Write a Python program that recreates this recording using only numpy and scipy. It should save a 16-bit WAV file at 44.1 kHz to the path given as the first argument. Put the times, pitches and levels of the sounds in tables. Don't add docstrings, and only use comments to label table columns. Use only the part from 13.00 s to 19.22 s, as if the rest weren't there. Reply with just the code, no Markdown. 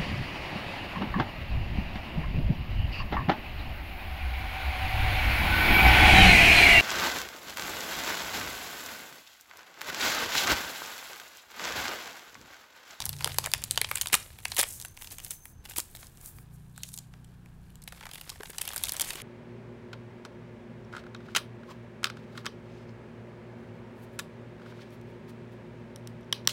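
import sys
import numpy as np
from scipy import signal
from scipy.fft import rfft, irfft
from scipy.io import wavfile
from scipy.ndimage import uniform_filter1d

SR = 44100
rng = np.random.default_rng(int(sys.argv[2]) if len(sys.argv) > 2 else 0)


def elevation(decibels):
    levels = np.asarray(decibels, float)
    return 10 ** (levels / 20)


def unload_audio(sound):
    columns = np.transpose(np.atleast_2d(sound))
    steps = np.round(np.clip(columns, -1, 1) * 32767)
    wavfile.write(sys.argv[1], SR, steps.astype(np.int16))


N = 274302
T = np.arange(N) / SR
TOP_HZ = 15750

# [f/Hz, density/dB per Hz]
AIR_SPECTRUM = [(12, -28), (20, 2), (130, -12), (187, -8.5), (293, -17.5), (347, -16.5), (590, -26),
                (759, -22), (1400, -27), (1660, -23), (1960, -34.5), (2260, -32), (5530, -41.5),
                (12800, -44.5), (15600, -45.5)]
AIR_DB = -57.5
# [t/s, level/dB]
TRAFFIC = [(0, -46), (1.2, -51.5), (3.15, -52), (3.33, -46.5), (3.55, -56), (6.22, -51.5)]
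# [t/s, firing rate f/Hz, level/dB]
BIKE = [
    [(0, 31.2, -63), (.12, 28.86, -46), (.35, 27.8, -46.5), (.55, 27.4, -55.5), (.75, 26, -51.5),
     (1.1, 25.49, -61.5), (1.35, 24.35, -58.5), (1.9, 23.84, -58.5)],
    [(2.85, 25.7, -73), (3.06, 26.55, -57), (3.28, 28, -59), (3.49, 28.9, -51), (3.7, 30.7, -60)],
    [(3.4, 28.18, -56.5), (3.55, 28.96, -52.5), (3.76, 30.9, -52.5), (4.72, 29.58, -53.5),
     (5.2, 30.3, -59.5)],
    [(4.8, 29.84, -60), (5.1, 30.52, -55.5), (5.52, 31.54, -55.5), (5.7, 31.1, -64), (5.95, 31.17, -71),
     (6.05, 31, -54.5), (6.4, 30.8, -64)],
]
# [multiple, level/dB]
EXHAUST = [
    [(2, -17.5), (3, 1.5), (4, -0.5), (5, 3.5), (6, -14.5)],
    [(3, -6.5), (5, 1)],
    [(2, -1.5), (4, 0.5), (5, -2), (6, -1.5), (8, -12.5)],
    [(1, -4.5), (5, 0)],
]

# [t/s, level/dB]
GRIP = [(0, -52), (.7, -54.5), (1.05, -48.5), (1.28, -61), (1.5, -53.5), (1.78, -61), (2.3, -67),
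        (2.42, -79), (4.78, -72.5), (4.95, -58), (5.2, -58), (5.24, -58.5), (5.4, -59), (5.5, -56),
        (5.62, -53), (5.82, -53.5), (6.1, -52), (6.22, -52)]
GRIP_WAVER_DB = 2.5
# [t/s, peak level/dB, time to fall 20 dB/s, powder over crackle level/dB]
JERKS = [(0.25, -45.5, 0.25, -7), (1.13, -22, 0.0121, 0), (1.165, -49.5, 0.32, -0.5),
         (1.588, -22.5, 0.0373, -0.5), (1.685, -54, 0.19, 17.5), (1.82, -51.5, -0.08, 0),
         (2.016, -53.5, 0.15, 5.5), (2.118, -47.5, 0.0649, 5), (2.24, -53.5, 0.17, 8),
         (2.308, -44.5, 0.0449, 6), (2.651, -54.5, 0.07, -1), (2.697, -46.5, 0.05, 1.5),
         (2.771, -38.5, 0.0436, 6.5), (2.82, -62.5, 0.64, 5.5), (2.951, -47.5, 0.01, 7.5),
         (3, -55.5, 0.13, 1.5), (3.215, -59.5, 0.31, -4), (3.6, -74, 0.76, 4.5), (3.78, -62, 0.16, -1),
         (3.84, -59, 0.12, 6), (3.99, -67, 0.09, 2), (5.129, -57, 0.07, 0), (5.77, -50.5, 0.14, -5),
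         (5.84, -50, 0.7, 1.5), (5.925, -42.5, -0.03, 2), (6, -44.5, 0.7, -10)]
RISE_SHARE, FALL_BEND = 0.21, 1.17
POWDER_LINGERS, GRIP_POWDER_DB = 1, -3
RUB_DB, RUB_SLOPE, RUB_DULL = -54, 0.91, 0.35
NEAR_LENS_S, NEAR_FOR_S = 2.65, 1.5

# [t/s, middle level/dB, facet mode f/Hz, edge over middle level/dB, body over middle level/dB]
PULLING = [(0.0032, -10, 4000, -3.5, -3), (0.0623, -15, 5200, 2.5, -3), (0.2073, -13.5, 2150, -8, -2),
           (0.2235, -18, 4400, -7, -3.5), (0.2447, -0.5, 4240, -1, -9.5), (0.2583, -13, 4010.0, -10, 1),
           (0.2747, -9.5, 1440, -2.0, 0), (0.3851, -0.5, 5250, 2, -1.5), (0.3954, -24.5, 4400, 4.5, -11),
           (0.4404, -12, 4340, -7, -2), (0.4436, -15.5, 5400.0, -5, -7.5), (0.4607, -9, 2330, 2.5, -3.5),
           (0.4702, -17, 1830, -4, 7.5), (0.537, 3.0, 2870, -2, -12.5), (0.71, -5.5, 3850, 6, -25),
           (0.7756, 2.5, 3100, -6.5, -7.5), (0.8149, 0.5, 2490, -0.5, -14.5), (0.845, -5, 3443, -10, -8.5),
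           (0.9134, -3.5, 1960, -5.5, -2), (0.9565, -10.5, 2175, 8, -14), (0.9731, -10, 2656, -4.0, -22),
           (0.9825, -17.5, 2127, 1.5, -14.5), (1.013, -6.0, 2720, 5.5, -20), (1.0588, -11, 2600, -5, -5.0)]
LARGE_LATER = [(1.1247, -16, 1920.0, -1, -10), (1.1319, 0, 1830, -15, -26), (1.1414, 4, 2340, 1, -3),
               (1.1445, -3, 1770, 3, 0.5), (1.151, -1.5, 4870.0, 2, -6.5), (1.454, -3, 2220, -10, -9.5),
               (1.5182, -7.5, 4166, -7, -9), (1.5661, -8, 3465, -1.5, -15), (1.5703, -13.5, 2505, 6, -2),
               (1.592, -3.5, 2560, 4.5, -15), (1.5958, -14, 2320, -3, -13), (1.6028, -9, 3140.0, 6, -13),
               (1.6063, -4.5, 4840, -5, -7), (1.613, -7.5, 3490.0, 8, -22), (1.6313, -6, 1720, 3, -4),
               (2.784, -13.5, 3190, 11, 2), (3.834, -13, 3700, 1.5, -33), (5.406, -20, 1677, -11.5, -1),
               (5.4323, -16, 1460.0, -6, -3), (5.616, -11, 2780, 6, -12), (5.837, -4.5, 3670, 3, -14),
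               (5.997, -7, 2780.0, 1, -13), (6.105, -8, 2880, -5, -14), (6.1556, -16.5, 2840, -1, -5)]
# [t/s, middle level/dB, facet mode f/Hz, edge over middle level/dB]
FINGERING = [(0.0163, -13.5, 4240, -11), (0.022, -10.5, 4100, -5), (0.0553, -16, 5600, 11.5),
             (0.0923, -11, 3880, 5), (0.1297, -17, 4020, -4), (0.3184, -15.5, 4240, -13),
             (0.3442, -20, 2125, 1), (0.452, -12.5, 2520.0, -14.5), (0.5165, -15.5, 4650.0, 0),
             (0.625, -22, 2610.0, -9), (0.639, -12, 4150, 6), (0.7585, -17.5, 4130.0, -4),
             (0.8891, -19.5, 2085, -3.5), (0.97, -14.5, 3545, -3.5), (1.018, -10.5, 4090, 5),
             (1.022, -21, 5320.0, 10.5), (1.0321, -19, 2640, -4.5), (1.0713, -9.5, 4080, 0.5),
             (1.4512, -18.5, 3380, 3.5), (1.482, -34.5, 3418, 15.5), (1.5469, -24.0, 4680, 6.5),
             (1.583, -7, 2840, 2), (1.638, -8, 2880, -12), (1.8, -22, 4580, 4), (1.814, -22, 4570.0, 5),
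             (1.849, -16.5, 1630, 1), (1.974, -21.5, 2350, -4), (2.0216, -20, 2480, 0),
             (2.045, -22.5, 3250.0, -0.5)]
SHOWING = [(2.073, -20, 4050, -6), (2.121, -34, 4590.0, 4), (2.1842, -21.5, 1370, 5),
           (2.201, -23, 2970.0, 0), (2.247, -24, 4630.0, 10.5), (2.264, -23, 2480, -6),
           (2.3075, -19.5, 5140, 10.5), (2.4552, -24, 2080, 4), (2.658, -22, 2770, -6),
           (2.711, -23, 1570.0, -4), (2.763, -13.5, 3220, -2), (2.7807, -17, 3440, 6),
           (2.7943, -16.5, 2480, 5), (2.955, -34, 4970, -1), (3.029, -24, 1920, -39),
           (3.069, -31.5, 5280.0, 5), (3.3853, -29.5, 2020.0, -49), (3.778, -24.5, 1400, 3),
           (3.9403, -23, 4110, 7), (3.9761, -23, 3870, 7), (3.9874, -22, 4500, 6.5),
           (4.1378, -28.5, 1870, -26), (4.4596, -33, 2090, -9.5), (4.756, -34, 3090, 4.5),
           (4.819, -36, 4130.0, 6), (4.838, -35.5, 4970.0, 10.5), (4.8764, -15.5, 3098, -3.5),
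           (4.9225, -19, 1370, -7)]
SHAKING = [(5.0543, -18, 1550.0, -8.5), (5.066, -18.5, 1506, -11), (5.113, -20, 3420.0, -4.5),
           (5.1341, -21.5, 3250, 1.5), (5.155, -18, 2880, -3.5), (5.212, -19, 3260, -0.5),
           (5.2933, -16, 3200, -2), (5.3, -14.5, 4630, -1.5), (5.456, -20, 3080, -10),
           (5.502, -24, 1710, 6.5), (5.583, -10.5, 3150, 2), (5.6125, -13, 3000, -1),
           (5.6521, -18, 5020.0, 0.5), (5.6765, -11, 2940, 1.5), (5.689, -17, 3160, 3),
           (5.7331, -16.5, 1440.0, -0.5), (5.7611, -14, 1640, 7), (5.767, -18, 3700.0, 5),
           (5.7787, -12.5, 4940, 1.5), (5.7925, -30, 3450.0, 3), (5.8531, -14.5, 5600.0, 0.5),
           (5.869, -17, 2580.0, -3), (5.8839, -12, 3620.0, -1), (5.893, -8, 5070, -0.5),
           (5.9206, -14.5, 3510.0, 8.5), (5.9436, -27, 1720.0, 6), (5.966, -15, 5430, 2.5),
           (6.0093, -8, 3020, 4.5), (6.0159, -9.5, 5000.0, 9), (6.0452, -21, 3980.0, 5.5)]
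# [t/s, middle level/dB, facet mode f/Hz, edge
# over middle level/dB]
FURTHER_EARLY = [(0.0403, -21, 2071, -8), (0.1022, -40, 5090, 11), (0.1369, -24, 3950, -7),
                 (0.165, -25, 5600.0, -1.5), (0.1865, -26, 4650.0, 0), (0.1926, -29, 1980.0, 1.5),
                 (0.2149, -31, 5000, 4.5), (0.302, -25.5, 3015, -3.0), (0.3145, -27.0, 2930, -12.5),
                 (0.3681, -31, 4390.0, -0.5), (0.526, -38, 4470, 2.5), (0.5471, -14, 1500, -4.0),
                 (0.58, -29, 4130.0, 5), (0.6193, -26.5, 2844, 5), (0.6432, -21.0, 2580.0, 3.0),
                 (0.6485, -32, 4050.0, 11.0), (0.7196, -34.0, 4740.0, 17.0), (0.7456, -23, 3000, -8),
                 (0.7847, -18.5, 3360.0, -2), (0.871, -32.0, 2240.0, 3.0), (0.8972, -31.5, 2150.0, 8),
                 (0.9046, -38, 2930.0, 13.0), (0.924, -30, 1986, -5.0), (0.9534, -28, 2926, 11.5),
                 (1, -29, 2065, -3.0), (1.0046, -37.0, 5600.0, 7.5), (1.081, -32.0, 3700.0, 10.5),
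                 (1.085, -20.5, 5600.0, 3), (1.0995, -21.5, 1906, -12), (1.129, -6, 2000, -6.5),
                 (1.137, -5.5, 2200, -1), (1.2271, -24.5, 5600.0, -5), (1.3188, -39, 3193, 3),
                 (1.3875, -24, 2060, -2.0), (1.4387, -42, 2760, 11.5), (1.5005, -34.5, 1900, 7.5),
                 (1.5054, -35, 2514, 7), (1.5432, -33.5, 4470, 8.5), (1.5582, -28, 4000, 5.5),
                 (1.5784, -11.5, 2200, -5.5), (1.599, -5, 1910, -5), (1.628, -10, 2000, -3.5),
                 (1.786, -45, 5590, 8), (1.8238, -23, 4600, 4), (1.8575, -30.0, 3960.0, 10.5),
                 (1.883, -33, 4630, 7.5), (1.9685, -29.0, 4050.0, -2.5), (1.9892, -43, 3100, 13),
                 (2.0124, -26, 2240.0, -5.0), (2.1044, -36, 4910.0, 10)]
FURTHER_LATE = [(2.1096, -23, 4300, -12.0), (2.1939, -25, 2930.0, -9), (2.2391, -32, 3190.0, 4),
                (2.3132, -21, 3700.0, 4), (2.6534, -22.5, 3010.0, -7.0), (2.719, -24, 3000, -7),
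                (2.7362, -26, 2330.0, -2), (2.7599, -24, 5600.0, 3), (2.8013, -13.5, 4960, 5),
                (2.9121, -55, 1640.0, 19), (2.9622, -29, 4910.0, 6), (2.97, -28, 3020, 1),
                (3.0435, -34, 1460.0, -2), (3.1725, -40.0, 3620.0, 9), (3.2119, -40.5, 1560, 14),
                (3.26, -33, 3700.0, 14), (3.7619, -34.5, 3960.0, -2), (3.8891, -28, 4790, 4.5),
                (3.9185, -39, 4220.0, 10), (3.9642, -40.5, 4970, 16.0), (4.8242, -33, 4220.0, -2),
                (4.8863, -30, 5340.0, 1), (4.9734, -31, 1720.0, -16), (5.0088, -21.5, 1465, -18),
                (5.0135, -33, 1460.0, -26), (5.027, -23.5, 1500, -13), (5.0337, -21.5, 1640.0, -19),
                (5.0906, -24.5, 1460.0, -7.0), (5.1764, -30.0, 2905, 0), (5.1804, -22.5, 2240.0, -4),
                (5.1961, -30, 3530.0, -11.0), (5.3568, -27.5, 1630, -23), (5.4969, -25, 1450, -7),
                (5.5316, -25, 1500, -12), (5.5463, -27, 1460.0, -18), (5.5955, -27, 1400, -10.5),
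                (5.6264, -32, 2330.0, 9.0), (5.6693, -29, 2940, -14.0), (5.704, -20, 1720.0, -7),
                (5.7137, -19, 3250, -7.0), (5.7237, -22.0, 3270.0, -3.0), (5.743, -22, 1500, 3),
                (5.7835, -32.0, 3700.0, 12.0), (5.8469, -16.0, 5250.0, -1), (5.9352, -33, 2760.0, 19),
                (5.9405, -19, 1400, -8), (6.0245, -14, 3005, -8), (6.0724, -32, 3274, -6),
                (6.133, -22, 3000, 4), (6.1635, -32, 3000, 2), (6.1996, -19, 2760.0, -25)]
# [t/s, middle level/dB]
TICKS = [(4.2453, -35.5), (4.703, -40), (5.145, -24), (5.8064, -37), (6.0558, -23.5), (6.217, -20)]
TICK_HZ, TICK_EDGE_DB = 3460, 1.5
CREASES = len(PULLING + LARGE_LATER + FINGERING + SHOWING + SHAKING + FURTHER_EARLY + FURTHER_LATE + TICKS)
BODY_DB, BODY_DB_PER_OCTAVE, BODY_PER_EDGE = -3.5, -5.5, -0.11
SOFT_DB, HARD_DB, LOOSE_S, LOOSE_SHARE = -24, -4, 4.8, .4
CRACK_SAMPLES = 1024

ROOM_T60_S, ROOM_DB = 0.27, -18.5
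# [t/s, peak level/dB, f/Hz]
KNOCKS = [(0.263, -39, 463), (0.813, -41.5, 458), (1.137, -44, 520), (1.138, -36.5, 187),
          (1.592, -37.5, 415), (2.783, -40, 342), (5.319, -51, 1150), (5.404, -40.5, 424),
          (5.497, -47.5, 440), (6.153, -45, 378)]
# [t/s, level/dB]
TRILL = [(1.3, -80), (1.75, -74.5), (1.82, -59), (1.95, -68), (2.1, -64), (2.43, -61.5), (2.55, -73),
         (2.66, -74)]
# [t/s, peak level/dB, time to 20 dB down on each side/s, centre f/Hz]
STROKES = [(3.27, -47, .065, 11500), (3.385, -58, .07, 12000), (3.545, -62, .035, 10000),
           (2.475, -56, .08, 11500), (3.885, -54, .04, 8500), (2.33, -52, .08, 12500),
           (3.04, -56, .04, 8000), (3.94, -45, .014, 8000), (3.965, -52, .015, 10500),
           (6.088, -39.5, .03, 7600), (6.088, -46, .028, 2400)]
STROKE_WIDTH = 1.51
# [t/s, level/dB]
SLIDE = [
    (3.72, -94),
    (3.76, -64),
    (3.86, -63),
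    (3.9, -69),
]


def level(x, db):
    return x * elevation(db) / np.sqrt(np.mean(x ** 2))


def curve(table, column):
    table = np.array(table)
    return np.interp(T, table[:, 0], table[:, column])


def band(x, lo_hz, hi_hz):
    edges_hz = [lo_hz, min(hi_hz, .45 * SR)]
    return signal.sosfilt(signal.butter(2, edges_hz, "band", fs=SR, output="sos"), x)


def walk(rate_hz):
    k = int(SR / rate_hz)
    x = uniform_filter1d(np.repeat(rng.standard_normal(N // k + 1), k), k)[:N]
    return x / x.std()


def air():
    hz, db = np.transpose(AIR_SPECTRUM)
    f = np.fft.rfftfreq(N, 1 / SR) + 1
    colour = elevation(np.interp(np.log(f), np.log(hz), db))
    tone = irfft(rfft(rng.standard_normal(N)) * colour, N)
    traffic = level(band(rng.standard_normal(N), 41, 121), -4.0) * elevation(curve(TRAFFIC, 1) + 2.1 * walk(14))
    return level(tone, AIR_DB) * elevation(1.1 * walk(1.96)) + traffic


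def bike():
    out = 0
    for table, orders in zip(BIKE, EXHAUST):
        heard = (T > table[0][0] - .1) & (T < table[-1][0])
        on = uniform_filter1d(1. * heard, SR // 5)
        firing_hz = curve(table, 1) * (1 + 0.0029 * walk(6))
        phase = 2 * np.pi * np.cumsum(firing_hz) / SR
        for k, db in orders:
            gain = elevation(curve(table, 2) + db - 1.0 + 1.1 * walk(2.15))
            out = out + on * gain * np.sin(k * phase + 6 * rng.random())
    return out


def grains(rate_hz, scatter_db, smear_s):
    size = (rng.random(N) < rate_hz / SR) * elevation(scatter_db * rng.exponential(size=N).clip(0, 4))
    tail = np.exp(-np.arange(400) / (smear_s * SR))
    power = signal.fftconvolve(size ** 2, tail)[:N].clip(0) + 0.055
    return rng.standard_normal(N) * np.sqrt(power)


def handling(grip_db, powder_share, lingers):
    power = elevation(curve(GRIP, 1) + grip_db) ** 2
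    for s, db, fall_s, powder_db in JERKS:
        start = max(int((s - fall_s) * SR), 0)
        near = slice(start, int((s + 2 * lingers * fall_s) * SR))
        late = (T[near] - s) / fall_s
        drop_db = 20 * np.abs(np.maximum(late / lingers, -late / RISE_SHARE)) ** FALL_BEND
        power[near] += elevation(db + powder_share * powder_db - drop_db) ** 2
    return np.sqrt(power)


def rustle():
    fine = grains(330, 2.9, .0012)
    sand = grains(1100, 3.5, 0.0016)
    waver_db = GRIP_WAVER_DB * walk(16)
    rub_growth = (handling(waver_db, -RUB_DULL, 0.85) / elevation(-49.5)) ** RUB_SLOPE
    rub = level(band(fine, 290, 2200), RUB_DB) * rub_growth
    film = level(band(fine, 1390, 4560), -4.0) * handling(waver_db, 0, 1)
    away_from_lens = abs(T - NEAR_LENS_S) > NEAR_FOR_S / 2
    powder = level(band(fine, 6000, 15000), -10.5) + level(band(sand, 6500, 12800), 0)
    powder = powder + level(band(sand, 10500, TOP_HZ), -3.0) * elevation(-7.0 * away_from_lens)
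    return rub + film + powder * handling(GRIP_POWDER_DB + waver_db, 0.73, POWDER_LINGERS)


def cracks(lo_hz, hi_hz, jolt, t60_s, hard, facet_hz=None):
    t = np.arange(CRACK_SAMPLES) / SR
    chance = rng.standard_normal((CREASES, CRACK_SAMPLES))
    decay_s = t60_s / hard ** .25 * elevation(2.5 * chance[:, -1:].clip(-2, 2))
    push = chance * np.exp(-np.log(1000) * t / decay_s)
    push = push * (1 - (1 - hard) * np.exp(-(t / .001) ** 2))
    push[:, :1] = jolt * hard
    crack = band(band(push, lo_hz, hi_hz), 0.92 * lo_hz, 2.2 * hi_hz)
    if facet_hz is not None:
        ratio = (np.fft.rfftfreq(CRACK_SAMPLES, 1 / SR) + 1) / facet_hz
        resonance = 1 / (1 + 2.2j * (ratio - 1 / ratio))
        crack = irfft(rfft(crack) * (.25 + resonance))
    return crack / np.sqrt((crack ** 2).sum(axis=1, keepdims=True))


def snaps():
    ticks = [(s, db, TICK_HZ, TICK_EDGE_DB) for s, db in TICKS]
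    small = np.array(FINGERING + SHOWING + SHAKING + FURTHER_EARLY + FURTHER_LATE + ticks)
    octaves = np.log2(small[:, 2] / 1400)
    small_body_db = BODY_DB + BODY_DB_PER_OCTAVE * octaves + BODY_PER_EDGE * small[:, 3]
    creases = np.r_[PULLING + LARGE_LATER, np.c_[small, small_body_db]]
    s, middle_db, facet_hz, edge_db, body_db = creases.T[:, :, None]

    hard = (middle_db + edge_db.clip(0) - SOFT_DB) / (HARD_DB - SOFT_DB)
    hard = hard.clip(.6, 1) * np.where(s > LOOSE_S, LOOSE_SHARE, 1)
    edge_hz = rng.uniform(6800, 12000, (CREASES, 1))
    shape = elevation(body_db - 1.5) * cracks(400, 1600, 2.4, 0.015, hard, 900)
    shape = shape + cracks(1300, 6000, 2.6, .011, hard, facet_hz)
    shape = shape + elevation(edge_db + 0.6) * cracks(5500, 15800, 4.6, .0065, hard, edge_hz)

    out = np.zeros(N + CRACK_SAMPLES)
    np.add.at(out, (s * SR).astype(int) + np.arange(CRACK_SAMPLES), elevation(middle_db) * shape)
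    return out[:N]


def room_tail(bag):
    t = np.arange(SR // 2) / SR
    tail = band(rng.standard_normal(len(t)), 310, 11000) * np.exp(-np.log(1000) * t / ROOM_T60_S)
    tail = tail * (t > .004)
    return elevation(ROOM_DB) * signal.fftconvolve(bag, tail / np.sqrt(np.sum(tail ** 2)))[:N]


def knocks():
    out = 0
    for s, db, hz in KNOCKS:
        late = (T - s).clip(0)
        decay = np.exp(-np.log(1000) * late / 0.031)
        out = out + elevation(db + 8.0) * np.sin(2 * np.pi * hz * late) * decay
    return out


def insect():
    wing_hz = 64 * (1 + .03 * walk(5))
    wings = .4 + np.sin(np.pi * np.cumsum(wing_hz) / SR) ** 2
    ringing = level(band(wings * rng.standard_normal(N), 6215, 6305), 0)
    return ringing * elevation(curve(TRILL, 1)) * (T < TRILL[-1][0])


def strokes():
    hiss = grains(2500, 2.3, 0.0011)
    out = np.zeros(N)
    for s, db, spread_s, hz in STROKES:
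        swell = elevation(-20 * ((T - s) / spread_s) ** 2)
        out = out + level(band(hiss, hz / STROKE_WIDTH, hz * STROKE_WIDTH), db) * swell
    return out


def packet_slide():
    scrape = level(band(rng.standard_normal(N), 3500, 4300), 0)
    return scrape * elevation(curve(SLIDE, 1)) * (T < SLIDE[-1][0])


def scene():
    bag = rustle() + snaps() + knocks() + strokes() + packet_slide()
    return (air() + bike() + bag + room_tail(bag) + insect())[None]


def roll_off(x):
    return signal.sosfilt(signal.butter(12, 16970, fs=SR, output="sos"), x)


def record(dry):
    cut = signal.sosfilt(signal.ellip(6, .4, 21, TOP_HZ, fs=SR, output="sos"), dry)
    return roll_off(cut)


dry = scene()
out = record(dry)
unload_audio(out)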